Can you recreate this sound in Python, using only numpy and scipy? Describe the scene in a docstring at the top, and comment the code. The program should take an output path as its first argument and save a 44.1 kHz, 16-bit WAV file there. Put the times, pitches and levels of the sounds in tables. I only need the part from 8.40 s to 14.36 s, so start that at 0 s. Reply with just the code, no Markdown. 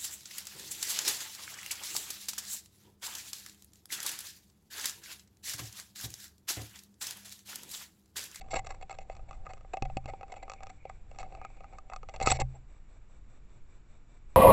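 """Bird on a camera housing

A small bird pecks and scrabbles on the plastic shell of an outdoor camera, then pushes off and flies away
with one thin chip. Beak and claws ring the shell right next to the built-in microphone; the hardest blows
rock the box on its mount. Light wind and the pulsing hiss of the electronics lie underneath."""
import sys
import numpy as np
from scipy import signal
from scipy.fft import rfft, irfft
from scipy.io import wavfile
from scipy.ndimage import uniform_filter1d

SR = 44100
rng = np.random.default_rng(int(sys.argv[2]) if len(sys.argv) > 2 else 0)


def put_to_file(sound):
    """Save the sound as 16-bit audio at rate SR, in the file named by the first command-line argument."""
    columns = np.atleast_2d(sound).T  # one column per channel
    safe = np.clip(columns, -1, 1)
    whole_steps = np.round(safe * 32767)
    wavfile.write(sys.argv[1], SR, whole_steps.astype(np.int16))


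N = 262836
TIME = np.arange(N) / SR
RING_S = .15   # room for the shell's tail


def from_db(db):
    """Decibels to gain."""
    return 10 ** (np.asarray(db) / 20)


def rms_one(x):
    """Scale to rms 1."""
    return x / np.sqrt(np.mean(x ** 2) + 1e-20)


def add(out, s, sound):
    """Mix a sound in at time s."""
    at = max(round(s * SR), 0)
    out[at:at + len(sound)] += sound[:N - at]


def noise(spectrum):
    """Noise of a given colour, rms 1."""
    hz, db = np.transpose(spectrum)
    bins = np.maximum(np.fft.rfftfreq(N, 1 / SR), 1)
    colour = from_db(np.interp(np.log(bins), np.log(hz), db))
    return rms_one(irfft(rfft(rng.standard_normal(N)) * colour, N))


def drift(size, per_s):
    """A smooth random wander with a spread of about 1."""
    steps = rng.standard_normal(256)
    return np.interp(np.arange(size) / SR * per_s, np.arange(len(steps)), steps)


def swells(rows):
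    """An envelope with one arch for each row of (t/s, length/s, level/dB)."""
    return sum(from_db(db) * np.sin(np.pi * np.clip((TIME - s) / length, 0, 1)) for s, length, db in rows)


def ringing(modes, length_s=RING_S):
    """One dying sine per mode."""
    t = np.arange(int(length_s * SR)) / SR
    return np.array([from_db(db - 60 * t / t60) * np.sin(2 * np.pi * hz * t) for hz, db, t60 in modes])


def slips(size, per_s, spread_db):
    """Stick and slip: tiny uneven force steps at random moments."""
    chance, sign = rng.random((2, size))
    strength = from_db(spread_db * np.minimum(rng.exponential(1, size), 4))
    return (chance < per_s / SR) * np.sign(sign - .5) * strength


# colour of the wind rumble: f/Hz, relative level/dB
WIND_COLOUR = [(12, 3.5), (25, 3.5), (45, -4), (80, -12), (130, -16), (200, -26.5), (400, -61)]
# puffs of air as the bird hops or beats its wings: t/s, level/dB
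WING_PUFFS = [(0.149, -36), (1.45, -36), (1.54, -43), (1.729, -40), (2.22, -44.5), (2.48, -47),
              (2.821, -40.5), (3.84, -29.5), (4.0, -35)]


def wind(breeze_db=-45.5, ease_db_per_s=.7, gust_db=2, rise_s=.034, fall_s=.08):
    """Low buffeting from a wavering, slowly easing breeze and from the bird's wings."""
    puffs = sum(from_db(db) * np.exp(np.minimum((TIME - s) / rise_s, (s - TIME) / fall_s))
                for s, db in WING_PUFFS)
    breeze = from_db(breeze_db - ease_db_per_s * TIME + gust_db * drift(N, per_s=6.4))
    return np.hypot(breeze, puffs) * noise(WIND_COLOUR)


# colour of the noise floor: f/Hz, relative level/dB
HISS_COLOUR = [(100, 8), (300, 6.5), (600, -3), (1200, -4), (2000, -8.5), (2600, -11), (3500, -14),
               (5000, -21), (6000, -17), (7400, -12), (8000, -18)]


def microphone_hiss(level_db=-67):
    """The microphone's own steady bed of hiss."""
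    return from_db(level_db) * noise(HISS_COLOUR)


# swells of the thin hiss: t/s, length/s, level/dB
THIN_SWELLS = [(1.5, 1.25, -72.5), (2.85, 0.55, -69)]


def thin_hiss(centre_hz=2320, width_hz=290, floor_db=-85.5, rub_db=7.5):
    """A faint band of hiss, narrow enough to have a pitch, that swells in short, uneven rubs."""
    band = signal.butter(2, centre_hz + width_hz * np.array([-.5, .5]), "band", fs=SR, output="sos")
    rubs = swells(THIN_SWELLS) * from_db(rub_db * drift(N, per_s=21))
    return np.hypot(from_db(floor_db), rubs) * rms_one(signal.sosfilt(band, rng.standard_normal(N)))


# colour of the electrical whine: f/Hz, relative level/dB
WHINE_COLOUR = [(200, 5), (600, 9), (1500, 0.5), (2150, -3.5), (2320, 6.5), (2500, -2.5), (3200, -16),
                (3550, -2), (3850, -7), (4800, -14), (5500, -13), (5850, -7.5), (6400, -14.5), (7000, -9.5),
                (7450, 0.5), (8000, -2.5)]


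def whine(level_db=-66, start_s=.0795, period_s=.2003, duty=.5, edge_s=.028):
    """The camera's electronics draw current in bursts, which leak into the microphone line."""
    on = (TIME - start_s) % period_s < duty * period_s
    soft_gate = uniform_filter1d(on * 1., int(edge_s * SR))
    return from_db(level_db) * soft_gate * noise(WHINE_COLOUR)


# the dry knock of the wall: f/Hz, level/dB, t60/s
KNOCK_MODES = [(625, 6, 0.0093), (1140, -3.5, 0.0026), (2640, -7.5, .004), (5170, 2, 0.0006)]


def knock():
    """The wall gives under the contact itself, dead within a few cycles."""
    return ringing(KNOCK_MODES).sum(axis=0)


# resonances of the plastic shell: f/Hz, level/dB, t60/s, level change under a dragging claw/dB
SHELL_MODES = [(548, -10.5, 0.11, 3.5), (678, 1, 0.032, 2.5), (769.5, 7.5, 0.062, 5.5),
               (871, -14.5, 0.03, 5), (1120, -10.5, 0.033, -2.5), (1236.4, -3.5, 0.032, -6.5),
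               (1630, -17.5, 0.022, 0), (1740, -12.5, 0.0081, 6), (2069, -13, 0.035, 4),
               (2211, -9, 0.027, 3.5), (2587, -1.5, 0.022, -6.5), (2785, -8, 0.013, -7),
               (3397, -6, 0.011, -2), (3890, -7, 0.0086, 2.5), (4427, -0.5, .009, 0),
               (5240, -5, 0.0036, -5), (5880, 6, 0.0037, -2.5), (6646, -0.5, 0.0079, -4),
               (7130, -7, 0.0047, 8.5), (7370, -9.5, 0.018, 10.5)]


def shell_modes(dragged):
    """The shell's voice; a claw dragging along the edge shifts the balance of its modes."""
    return np.array([(hz, db + claw_db if dragged else db, t60) for hz, db, t60, claw_db in SHELL_MODES])


# bouts of shifting feet and feathers: t/s, length/s, level/dB
SHUFFLES = [(-0.1, 0.58, -54), (0.447, 0.8, -61.5), (1.604, 0.73, -55), (2.722, 0.37, -51.5),
            (2.95, 0.65, -61.5), (3.697, 0.33, -45.5)]


def shuffle(trim_db=-7, resting_db=-67.5, gone_s=4.25, dull_hz=2500, ring_db=-8, uneven_db=1.5):
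    """Faint, clumped grains from feet and feathers keep the shell stirring until the bird is gone."""
    resting = from_db(resting_db) * (TIME < gone_s)
    fidgets = swells(SHUFFLES) * from_db(uneven_db * drift(N, per_s=30))
    housing = from_db(ring_db) * ringing(shell_modes(dragged=True)).sum(axis=0) + knock()
    grains = signal.fftconvolve(slips(N, per_s=2300, spread_db=5.5), housing)[:N]
    dulled = signal.sosfilt(signal.butter(1, dull_hz, fs=SR, output="sos"), grains)
    return (resting + fidgets) * from_db(trim_db) * rms_one(dulled)


def claw_ticks(per_s=7, level_db=-63, face_db=-4, bite_db=-14, spread_db=1):
    """Light ticks scattered through the shuffles, as rows like those of TAPS."""
    times = [max(s + length * rng.random(), 0)
             for s, length, _ in SHUFFLES for _ in range(round(length * per_s))]
    return [(s, *rng.normal([level_db, face_db, bite_db], spread_db)) for s in times]


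def chip(start_s=4.145, length_s=.027, top_hz=7620, bend_hz=600, level_db=-60.5):
    """The parting call: a short, pure tone, arched in pitch and level."""
    out, along = np.zeros(N), np.linspace(-1, 1, int(length_s * SR))
    hz = top_hz - bend_hz * along ** 2
    add(out, start_s, from_db(level_db) * np.hanning(len(along)) * np.sin(2 * np.pi * np.cumsum(hz) / SR))
    return out


# squeaks of claw on plastic: t/s, length/s, f/Hz, level/dB
SQUEALS = [(1.3368, 0.014, 747, -30), (3.86, 0.012, 7740, -31), (3.8995, 0.009, 2350, -31),
           (3.908, .007, 7820, -21.5), (3.914, 0.0067, 7790, -17), (4.007, 0.018, 530, -34.5)]


def squeals(roughness=.13):
    """Under load a slipping claw locks on to one mode for a moment."""
    out = np.zeros(N)
    for s, length, hz, db in SQUEALS:
        size = int(length * SR)
        wander = roughness * np.cumsum(rng.standard_normal(size)) / np.sqrt(SR // 1000)
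        tone = np.sin(2 * np.pi * hz * np.arange(size) / SR + wander)
        add(out, s, from_db(db) * np.hanning(size) * tone)
    return out


# low resonances of the box on its mount: f/Hz, level/dB, t60/s
MOUNT_MODES = [(37.8, -1.5, .35), (72.7, -0.5, .45), (128.8, 4, 0.42)]
# blows that shove the whole box: t/s, push/dB, sway/dB
SHOVES = [(0.143, -32, -54), (1.4235, -22.5, -40.5), (1.5699, -22.5, -46.5), (1.658, -34, -47.5),
          (3.8152, -31.5, -53), (3.874, -19, -37), (3.916, -24, -32.5), (4.002, -28, -46), (4.02, -29, -32)]


def shoves(push_s=.0026):
    """A hard blow presses a short pulse of air into the box and sets it swaying on its mount."""
    out = np.zeros(N)
    push = np.hanning(int(push_s * SR))
    sway = ringing(MOUNT_MODES, length_s=.87).sum(axis=0)
    for s, push_db, sway_db in SHOVES:
        add(out, s - push_s / 4, from_db(push_db) * push)
        add(out, s, from_db(sway_db) * sway)
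    return out


# bands of the mode families (shell, lens face, rim, treble bite): low f/Hz, high f/Hz
MODE_FAMILIES = [(400, 930), (1050, 1650), (1800, 3000), (3350, 8600)]


def contact(force, dent, modes, shell_db, face_db, bite_db, rim_db, vary_db=2.5, detune=.012):
    """One contact rings the housing; where it lands sets how strongly each family of modes speaks."""
    spot, grip = rng.standard_normal((2, len(modes)))   # each lands on a new spot; the feet load the shell
    detuned = modes.copy()
    detuned[:, 0] *= 1 + detune * grip
    ring = signal.fftconvolve(force, dent + from_db(vary_db * spot) @ ringing(detuned))
    balance_db = [0, face_db, rim_db + .37 * bite_db, bite_db]   # a harder bite lifts the rim too
    out = 0
    for k, (edges, family_db) in enumerate(zip(MODE_FAMILIES, balance_db)):
        band = signal.sosfilt(signal.butter(2, edges, "band", fs=SR, output="sos"), ring)
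        band /= np.sqrt(np.sum(band ** 2) / (SR // 100) + 1e-20)   # the energy of 10 ms at rms 1
        out += (-1) ** k * from_db(shell_db + family_db) * band   # neighbours swing in opposite senses
    return out


# claws dragging on the plastic: t/s, length/s, shell level/dB, lens face/dB re shell, bite/dB re shell
SCRAPES = [(0.01, 0.007, -48.5, -22, -8.5), (0.106, 0.021, -42.5, -11, -0.5),
           (0.137, 0.0082, -36, -4, -8.5), (0.153, 0.0062, -40, -10, -5), (0.158, 0.013, -31, -8.5, -8.5),
           (0.171, 0.024, -38.5, -1.5, -6.5), (0.245, 0.007, -57, 0, -3), (0.262, 0.004, -53, -11, -6),
           (0.291, 0.033, -45, 0, -6.5), (0.344, 0.0058, -57, -1, -8), (0.411, 0.0058, -53.5, -4, -11),
           (0.424, 0.0074, -45, -14, -14.5), (0.505, 0.011, -44.5, -1.5, -7.5), (0.54, 0.012, -55, -6, -11),
           (0.604, 0.028, -52, -24, -12), (0.707, 0.029, -54.5, -14, -12), (0.886, 0.008, -52, -12, -18),
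           (0.941, 0.015, -59, -4, -13), (1.056, 0.0047, -54, -5, -17), (1.091, 0.026, -47, -0.5, -15.5),
           (1.3342, 0.0046, -37, -13.5, -18), (1.451, 0.007, -38.5, -15.5, -26),
           (1.677, 0.026, -38.5, -12.5, -20.5), (1.898, 0.012, -53.5, -15, -25),
           (1.92, 0.006, -41.5, -10.5, -15), (1.958, 0.025, -47, -6, -15), (2.026, 0.008, -45, -5, -14.5),
           (2.223, 0.018, -51.5, 2.5, -20), (2.294, 0.011, -50.5, -3.5, -8.5),
           (2.492, 0.0053, -53.5, -17, -10.5), (2.795, 0.026, -43, -8, -9.5), (2.835, 0.03, -47, -14, -28),
           (2.968, 0.025, -51, -19, -40), (3.324, 0.031, -51, -3.5, -26), (3.516, 0.011, -55, 10.5, -20),
           (3.738, 0.015, -44.5, -9, -13), (3.809, 0.011, -34, -14, -16.5), (3.825, 0.011, -40.5, -7, 2),
           (3.84, 0.023, -46, 7, -7.5), (3.858, 0.011, -41.5, 5, 7.5), (3.879, 0.02, -34.5, -12, -0.5),
           (3.899, 0.0077, -32.5, -9, 2), (3.9139, 0.0097, -31.5, 5.5, 2.5), (3.926, 0.047, -38, -14, -5.5),
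           (3.989, 0.01, -34.5, -24.5, -33), (4, 0.009, -37.5, -23, 1), (4.01, 0.0095, -33, -4, -10.5),
           (4.137, 0.029, -52.5, -30, -37.5)]


def scrapes(catch_db=3, catches_per_s=120, knock_db=-3):
    """A claw chatters over the grain of the plastic, catching and freeing itself unevenly."""
    out, modes = np.zeros(N), shell_modes(dragged=True)
    glancing = from_db(knock_db) * knock()   # a drag dents the wall less than a square blow
    for s, length, *levels in SCRAPES:
        size = int(length * SR)
        pressure = from_db(catch_db * drift(size, catches_per_s))
        chatter = slips(SR // 10, per_s=3800, spread_db=2.5)[:size]
        add(out, s, contact(pressure * chatter, glancing, modes, *levels, rim_db=-3))
    return out


# single blows of beak or claw: t/s, shell level/dB, lens face/dB re shell, bite/dB re shell
TAPS = [(0.1323, -33.5, -13.5, -34), (0.1445, -35, -14, -24), (0.2695, -48.5, 0, -2),
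        (0.496, -47.5, -2, -12), (0.527, -52.5, -3, -8), (0.587, -41.5, -22, -17.5),
        (0.6985, -39, -17, -29.5), (0.751, -59, -6, -8), (0.767, -58, -8, -6.5), (0.794, -54, -13, -32),
        (0.91, -55, 8, -7), (0.93, -57.5, 3.5, -10), (1.066, -53.5, 10, -12.5), (1.135, -52, -6, -6.5),
        (1.248, -54, -10, -37), (1.341, -38.5, -24, -23), (1.3706, -35, -26, -25),
        (1.4232, -33.5, -16, -14), (1.499, -43.5, -9.5, -34), (1.57, -34.5, -10, -15),
        (1.658, -45, -11, -14), (1.736, -39.5, -25, -50), (1.8105, -45.5, -11, -25.5),
        (1.831, -42, -10, -27.5), (1.94, -50, -4, -19), (2.08, -48.5, -6.5, -29), (2.098, -48, 3, -2),
        (2.118, -55, 7.5, -1.5), (2.136, -57.5, 6, 2.5), (2.206, -50.5, -11, -24), (2.233, -57.5, 6, 2),
        (2.269, -51.5, -2.5, -8.5), (2.4532, -40, -37, -39), (2.498, -55.5, 10, -11.5),
        (2.714, -51.5, -27, -21), (2.787, -50, 4.5, -1.5), (2.83, -56, 10.5, -5), (2.923, -49, -17, -34),
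        (2.95, -52.5, 0.5, -12), (3.015, -57.5, 13, -12), (3.049, -51, 8.5, -8.5), (3.206, -52.5, -6, -21),
        (3.243, -56.5, 5, -17), (3.385, -63.5, 16, 3.5), (3.499, -50.5, -3.5, -14),
        (3.535, -59.5, 18.5, 4.5), (3.562, -56, 12, 3.5), (3.631, -50, -3, -19), (3.688, -47.5, -5.5, -14),
        (3.694, -53, -3, -4.5), (3.762, -48.5, -13.5, -5.5), (3.801, -40.5, -4, -12.5),
        (3.8144, -29.5, -27, -34), (3.8725, -29.5, 6, -1.5), (3.887, -41.5, -18, 0.5),
        (3.916, -33, -13.5, -9)]


def taps(skid_s=.0029, skid_db=-22):
    """Pecks and claw ticks: one sharp blow each, then the horny tip skids for an instant."""
    out, modes, dent = np.zeros(N), shell_modes(dragged=False), knock()
    t = np.arange(SR // 100) / SR
    for s, *levels in TAPS + claw_ticks():
        force = from_db(skid_db) * slips(len(t), per_s=14000, spread_db=4) * np.exp(-t / skid_s)
        force[0] += 1   # the blow itself
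        add(out, s, contact(force, dent, modes, *levels, rim_db=-4))
    return out


# cancellations in the microphone's port: f/Hz, width/Hz
PORT_NOTCHES = [(3195, 150), (6400, 530)]


def port(sound):
    """The microphone's port cuts two notches into everything that reaches it."""
    for hz, width_hz in PORT_NOTCHES:
        sound = signal.lfilter(*signal.iirnotch(hz, hz / width_hz, fs=SR), sound)
    return sound


def scene():
    """The bird on the box over a bed of wind and hiss; the whine enters behind the port."""
    bed = wind() + microphone_hiss() + thin_hiss()
    electronics = whine()
    bird = shuffle() + chip() + squeals() + shoves() + scrapes() + taps()
    return (port(bed + bird) + electronics)[None]


def record(dry, cutoff_hz=8000):
    """A steep low-pass takes off the top."""
    return signal.sosfilt(signal.ellip(10, .3, 58, cutoff_hz, fs=SR, output="sos"), dry)


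dry = scene()
out = record(dry)
put_to_file(out)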